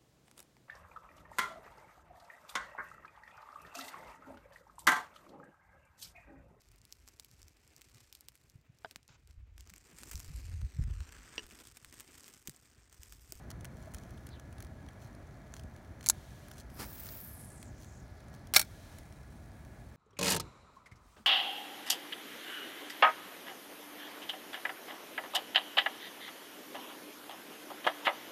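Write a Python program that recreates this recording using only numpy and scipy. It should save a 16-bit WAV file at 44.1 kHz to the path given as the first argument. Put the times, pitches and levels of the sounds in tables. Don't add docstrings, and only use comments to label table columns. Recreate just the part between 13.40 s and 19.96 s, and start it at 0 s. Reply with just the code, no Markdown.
import sys
import numpy as np
from scipy import signal
from scipy.fft import rfft, irfft
from scipy.io import wavfile
from scipy.ndimage import uniform_filter1d

SR = 44100
rng = np.random.default_rng(int(sys.argv[2]) if len(sys.argv) > 2 else 0)


def output_pcm(signal):
    pcm = np.clip(np.atleast_2d(signal).T, -1, 1) * 32767
    wavfile.write(sys.argv[1], SR, np.round(pcm).astype(np.int16))


N = 289296
TIME = np.arange(N) / SR
WINDING_S = 5.1

# frequency in Hz, level in dB, ring time to -60 dB in seconds.
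REEL_MODES = [(621, -11, 0.096), (803, -7.5, 0.057), (1414, -6, 0.097), (1627, -6, 0.06),
              (2131, -0.5, 0.031), (2284, 1, 0.042), (2380, 1, 0.012), (3560, -5, 0.039), (3947, 1, 0.02),
              (4330, 1, 0.03), (4430, -3.5, .045), (5220, -9.5, 0.056), (5340, -5, .04), (5580, 0, 0.041),
              (8870, -6, .035), (8150, -6, 0.045), (9660, -5, .02), (12070, -6.5, .03), (13100, -7, .025),
              (15230, -10, .012)]
# frequency in Hz, level in dB, ring time to -60 dB in seconds.
CASE_MODES = [(3270, -4, .008), (4230, -0.5, 0.017), (5986, 2, 0.0031), (7300, -5.5, 0.008),
              (9600, -4.5, 0.013), (12250, -4, .02)]
# frequency in Hz, relative level in dB per Hz.
RUB_COLOUR = [(500, -3), (2500, -2), (4200, -3), (6100, -1.5), (10000, -2.5), (13000, -8), (16000, -4.5)]


def from_db(db):
    return 10 ** (np.asarray(db) / 20)


def rms_one(x):
    return x / np.sqrt(np.mean(x ** 2) + 1e-20)


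def noise(colour):
    hz, db = np.transpose(colour)
    bins = np.maximum(np.arange(N // 2 + 1) * SR / N, 1)
    ends = np.minimum(np.minimum(bins / hz[0], hz[-1] / bins), 1) ** 2
    tilt = from_db(np.interp(np.log(bins), np.log(hz), db))
    white = rfft(rng.standard_normal(N))
    return rms_one(irfft(white * ends * tilt, N))


def drift(rate_hz):
    bins = np.arange(N // 2 + 1) * SR / N
    white = rfft(rng.standard_normal(N))
    return rms_one(irfft(white / (1 + (bins / rate_hz) ** 2), N))


def swell(s, half_s):
    return np.exp(-((TIME - s) / half_s) ** 2)


def gliding_band(hz, width_hz):
    skirt = signal.butter(2, width_hz / 2, fs=SR, output="sos")
    slow = signal.sosfilt(skirt, rng.standard_normal((2, N)))
    phase = 2 * np.pi * np.cumsum(hz) / SR
    return rms_one(slow[0] * np.cos(phase) + slow[1] * np.sin(phase))


def ring(x, hz, t60):
    radius = 10 ** (-np.log10(1000) / (t60 * SR))
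    angle = 2 * np.pi * hz / SR
    feed = np.sqrt((1 - radius ** 2) / 2) * np.array([1, 0, -1])
    return signal.lfilter(feed, [1, -2 * radius * np.cos(angle), radius ** 2], x + 1e-18)


def body(force, modes):
    return sum(from_db(db) * ring(force, hz, t60) * (-1) ** k for k, (hz, db, t60) in enumerate(modes))


def bursts(times, levels_db, decays, rise_s=0.00018):
    power, age = np.zeros(N), np.arange(SR // 10) / SR
    for s, db, decay in zip(times, levels_db, decays):
        at = int(s * SR)
        shape = from_db(db) * (1 - np.exp(-age / rise_s)) * np.exp(-age / decay)
        power[at:at + len(age)] += shape[:N - at] ** 2
    return np.sqrt(power)


def wind():
    # frequency in Hz, relative level in dB per Hz.
    rumble_colour = [(20, -29.5), (32, -15), (48, -3), (63, 1), (90, -1), (125, -4), (170, -9), (250, -12),
                     (450, -27.5), (1000, -71.5)]
    settled_db, extra_db, settling_s, gust_db = -52, 4.5, 1.7, 1.5
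    level_db = settled_db + extra_db * np.exp(-TIME / settling_s)
    return from_db(level_db + gust_db * drift(9.8)) * noise(rumble_colour)


def town():
    # frequency in Hz, relative level in dB per Hz.
    hum_colour = [(150, -2), (330, 3), (480, -2), (630, 4), (780, -0.5), (1000, -5), (1250, -6),
                  (1450, -4.5), (1580, -7.5), (1720, -10), (1900, -7.5), (2300, -11.5), (2800, -22.5),
                  (5000, -30)]
    start_db, fade_db_per_s, waver_db = -58.4, 0.32, 0.5
    drone_hz, drone_db = 1690, -12
    drone = from_db(drone_db) * gliding_band(np.full(N, drone_hz), width_hz=69)
    level_db = start_db - fade_db_per_s * TIME + waver_db * drift(3)
    return from_db(level_db) * (noise(hum_colour) + drone)


def steady_hiss(level_db=-65):
    # frequency in Hz, relative level in dB per Hz.
    hiss_colour = [(1000, -4), (2200, 2.5), (2700, -0.5), (3200, 4), (4300, 3), (5000, -1), (6000, 2.5),
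                   (8000, -3), (10000, -3), (11000, -4), (16000, -8.5)]
    return from_db(level_db) * noise(hiss_colour)


def suppressor(sound, threshold_db, hold_s=0.394, depth_db=-9.0):
    loud = uniform_filter1d(sound ** 2, size=128) > from_db(threshold_db) ** 2
    since_loud = TIME - np.maximum.accumulate(np.where(loud, TIME, -1))
    held_down = uniform_filter1d((since_loud > hold_s) * 1., size=1500)
    return from_db(depth_db * held_down)


def faint_ticks():
    ticks_per_s, middle_db, spread_db = 3.1, -53, 6
    low_hz, high_hz = 3000, 10020
    when, strength, place = rng.random((60, 3)).T
    s = (np.arange(len(when)) + when) / ticks_per_s
    db = middle_db + spread_db * (2 * strength - 1)
    hz = low_hz * (high_hz / low_hz) ** place
    return np.column_stack([s, db, hz])[s < TIME[-1]]


def ticks(snap_db=-9, decay_s=0.0022, case_db=-9, spot_db=-5, spot_cycles=7, spot_decay_s=0.00042):
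    # start in seconds, level in dB before the snap and spot offsets, centre in Hz.
    clear_ticks = [(0.1033, -36, 9700), (0.1131, -35.5, 5600), (0.209, -43.5, 9800), (0.2461, -34, 9400),
                   (0.2523, -33.5, 6700), (0.5381, -40, 9710), (0.5461, -31.5, 8900), (0.567, -45, 6210),
                   (0.5843, -40, 6660), (0.7068, -44.5, 9840), (0.8685, -38.5, 9860), (0.8899, -44, 6400),
                   (0.997, -42, 6300), (1.1267, -43.5, 2600), (1.1826, -42.5, 2600), (1.204, -37, 9800),
                   (1.2246, -36, 12200), (1.2464, -41.5, 3160), (1.487, -41.5, 2640), (2.1393, -35.5, 6200),
                   (2.166, -39, 6160), (2.1953, -39.5, 4220), (2.2353, -45, 9040), (2.363, -44.5, 3580),
                   (2.609, -38.5, 3260), (2.6287, -38.5, 4120), (2.6417, -37, 9140), (3.084, -41, 11600),
                   (3.1143, -36, 11800), (3.3008, -46, 3180), (3.6676, -37.5, 9200), (3.6889, -35, 4220),
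                   (4.228, -36.5, 9250), (4.804, -46.5, 3270), (5.0714, -45, 9340), (5.5855, -38.5, 9800),
                   (5.6321, -48.5, 2570)]
    # frequency in Hz, relative level in dB per Hz.
    snap_colour = [(600, -5), (1500, 8), (3200, -4.5), (6500, -6), (10000, -3), (12500, -15), (16000, -4)]
    contacts = np.vstack([clear_ticks, faint_ticks()])
    s, db, _ = contacts.T
    snaps = bursts(s, db + snap_db, np.full(len(s), decay_s)) * noise(snap_colour)
    out = snaps + from_db(case_db) * body(snaps, CASE_MODES)
    age = np.arange(SR // 20) / SR
    grains = rng.standard_normal((len(s), len(age)))
    for (start, level_db, centre), grain in zip(contacts, grains):
        at = int(start * SR)
        spot = ring(grain * np.exp(-age / spot_decay_s), centre, spot_cycles / centre)
        out[at:at + len(age)] += from_db(level_db + spot_db) * spot[:N - at]
    return out


def slides(grain_db=5.0, case_db=-9, grip_db=-77):
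    # centre in seconds, level in dB, time from the peak down to 1/e in seconds.
    hand_strokes = [(0.108, -53, 0.004), (0.514, -66, 0.18), (0.818, -71.5, 0.081), (1.225, -77, .04),
                    (1.64, -64, 0.046), (2.163, -65, 0.038), (2.646, -64, 0.02), (3.128, -61, 0.035),
                    (3.195, -55.5, .02), (4.428, -62, 0.042), (4.946, -64.5, 0.015)]
    strokes = sum(from_db(db) * swell(s, half_s) for s, db, half_s in hand_strokes)
    grip = from_db(grip_db) * (TIME < WINDING_S)
    friction = noise(RUB_COLOUR) + from_db(case_db) * body(noise(RUB_COLOUR), CASE_MODES)
    grainy = rms_one(friction * from_db(grain_db * drift(250)))
    return np.hypot(strokes, grip) * grainy


def plop(s=0.478, hz=650, level_db=-43.5, half_s=0.0059):
    return from_db(level_db) * swell(s, half_s) * np.sin(2 * np.pi * hz * TIME)


def bird():
    middle_s, half_s, level_db = 0.94, 0.031, -62
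    middle_hz, fall_octaves_per_s = 3560, 8
    pitch_hz = middle_hz * 2 ** np.clip(fall_octaves_per_s * (middle_s - TIME), -1, 1)
    rough_hz = pitch_hz * (1 + 0.074 * drift(75))
    return from_db(level_db) * swell(middle_s, half_s) * gliding_band(rough_hz, width_hz=710)


def bail(contacts, colour, crack_db, body_db, rattle_db, rattle_s, rebound_db):
    rebounds = np.array(contacts) + [0.0044, rebound_db, 0, 0]
    s, db, decay, push_db = np.vstack([contacts, rebounds]).T
    crack = bursts(s, db + crack_db, decay) * noise(colour)
    knocks = np.zeros(N)
    late = rng.integers(0, 12, len(s))
    strength = from_db(db + push_db + body_db) * np.sqrt(decay * SR / 2)
    knocks[(s * SR).astype(int) + late] = strength
    rattle = bursts(s, db + rattle_db, np.full(len(s), rattle_s)) * noise(colour)
    return crack + body(knocks, REEL_MODES) + rattle


def bail_opening():
    # start in seconds, base level in dB, chatter decay in seconds, relative push on the reel in dB.
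    latch_contacts = [(2.6617, -20.5, 0.00046, -4), (2.6673, -29, 0.0022, -5), (2.6795, -39.5, 0.0018, -4),
                      (2.6877, -7, 0.00045, -27), (2.6957, -31, 0.0015, -30.5),
                      (2.6985, -12.5, 0.0023, -17), (2.7018, -16, 0.00073, -20)]
    # frequency in Hz, relative level in dB per Hz.
    latch_colour = [(250, -13.5), (500, -42.5), (900, 1), (1500, -5.5), (2000, -8.5), (2400, -12),
                    (3000, -15), (4200, 5), (4900, -3), (6000, 5), (7300, 7.5), (9200, -1), (10600, 5),
                    (13300, -7), (16000, -5)]
    return bail(latch_contacts, latch_colour, crack_db=1, body_db=-15,
                rattle_db=-23, rattle_s=0.006, rebound_db=-20)


def line_hiss(hz, octaves, fast_width_hz=4600, slow_width_hz=1700, rub_db=-11):
    top_db, db_per_octave = -45, 18.5
    speed = np.clip((hz - hz.min()) / np.ptp(hz), 0, 1)
    hiss = 0
    for stretch in range(2):
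        centre = hz * (1 + 0.04 * drift(45))
        fast = np.sqrt(speed) * gliding_band(centre, fast_width_hz)
        slow = np.sqrt(1 - speed) * gliding_band(centre, slow_width_hz)
        hiss = hiss + (fast + slow) * from_db(2.2 * drift(60))
    level = from_db(top_db + db_per_octave * octaves + 2 * drift(150))
    return level * (rms_one(hiss) + from_db(rub_db) * speed * noise(RUB_COLOUR))


def swing():
    start_s, level_db = 3.398, -43.5
    rise_s, hold_s, fall_s = 0.015, 0.036, 0.018
    before = np.maximum(start_s - TIME, 0)
    after = np.maximum(TIME - start_s - hold_s, 0)
    return from_db(level_db) * np.exp(-before / rise_s - after / fall_s)


def cast():
    # time in seconds, middle pitch of the hiss in Hz.
    line_pitch = [(3.33, 11500), (3.42, 15700), (3.68, 16300), (3.95, 11300), (4.22, 8200), (4.35, 5900),
                  (4.45, 6700), (4.59, 6700), (4.68, 4800)]
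    # frequency in Hz, relative level in dB per Hz.
    swish_colour = [(150, 11.5), (400, 3), (1100, 1.5), (2100, -1.5), (3000, -8), (3900, -7), (5100, -1),
                    (6500, -9.5), (10000, -6), (16000, -14)]
    release_s, payout_rise_s = 3.296, 0.23
    flutter_db, flutter_db_per_octave = -61.5, 10.5
    hz = np.interp(TIME, *np.transpose(line_pitch))
    octaves = np.log2(hz / hz.max())
    running = (TIME > release_s) & (TIME < WINDING_S)
    payout = 1 - np.exp(-np.maximum(TIME - release_s, 0) / payout_rise_s)
    coils = running * payout * line_hiss(hz, octaves)
    flutter = running * from_db(flutter_db + flutter_db_per_octave * octaves)
    eddies = from_db(2.4 * drift(250)) * noise(swish_colour)
    return coils + np.hypot(swing(), flutter) * eddies


def gears(grain_db=2.5, ring_db=-6):
    start_db, fade_db_per_s, rise_s = -66.5, 4.5, 0.2
    turns_per_s, turn_swell_db = 2.3, 0.5
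    age = np.maximum(TIME - WINDING_S, 0)
    turning = turn_swell_db * np.cos(2 * np.pi * turns_per_s * age)
    level = from_db(start_db - fade_db_per_s * age + turning) * np.minimum(age / rise_s, 1)
    teeth = noise(RUB_COLOUR) * from_db(grain_db * drift(90))
    singing = body(teeth, REEL_MODES) * from_db(2 * drift(3))
    return level * rms_one(rms_one(teeth) + from_db(ring_db) * rms_one(singing))


def bail_closing():
    # start in seconds, base level in dB, chatter decay in seconds, relative push on the reel in dB.
    slam_contacts = [(5.1378, -15.5, 0.00075, -6.5), (5.1405, -26.5, 0.0016, 3),
                     (5.1473, -15, 0.00078, -5.5), (5.1548, -24.5, 0.0017, -2),
                     (5.1596, -19.5, 0.0011, -4.5), (5.1614, -17, 0.0018, -4), (5.1632, -11.5, 0.0025, 6),
                     (5.1676, -11.5, 0.00073, -8.5), (5.1714, -17.5, 0.0013, -2.5),
                     (5.1815, -25.5, 0.0017, -12.5), (5.1940, -25, 0.0048, 1.5), (5.1968, -23.5, 0.0016, 5),
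                     (5.2125, -32, .0015, -5.5), (5.2150, -26, 0.0018, -4), (5.2256, -39.5, 0.0015, 7),
                     (5.2480, -55, .0015, 7)]
    # frequency in Hz, relative level in dB per Hz.
    clack_colour = [(180, -12.5), (300, -6), (450, -8.5), (750, -4.5), (1050, -5), (1500, 1.5), (2200, -3),
                    (2850, -6.5), (4000, 1), (5600, 1), (7200, -0.5), (10000, 1), (13000, -3),
                    (16000, -1.5)]
    return bail(slam_contacts, clack_colour, crack_db=3.0, body_db=-13.0,
                rattle_db=-27.5, rattle_s=0.016, rebound_db=-10)


def scene():
    outdoors = wind() + town() + plop() + bird()
    handling = ticks() + slides()
    reel = bail_opening() + cast() + gears() + bail_closing()
    sound = outdoors + handling + reel
    hiss = steady_hiss() * suppressor(sound, threshold_db=-33)
    return (sound + hiss)[None]


def record(dry):
    steep = signal.ellip(10, 0.1, 80, 15800, fs=SR, output="sos")
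    return signal.sosfilt(steep, dry)


dry = scene()
out = record(dry)
output_pcm(out)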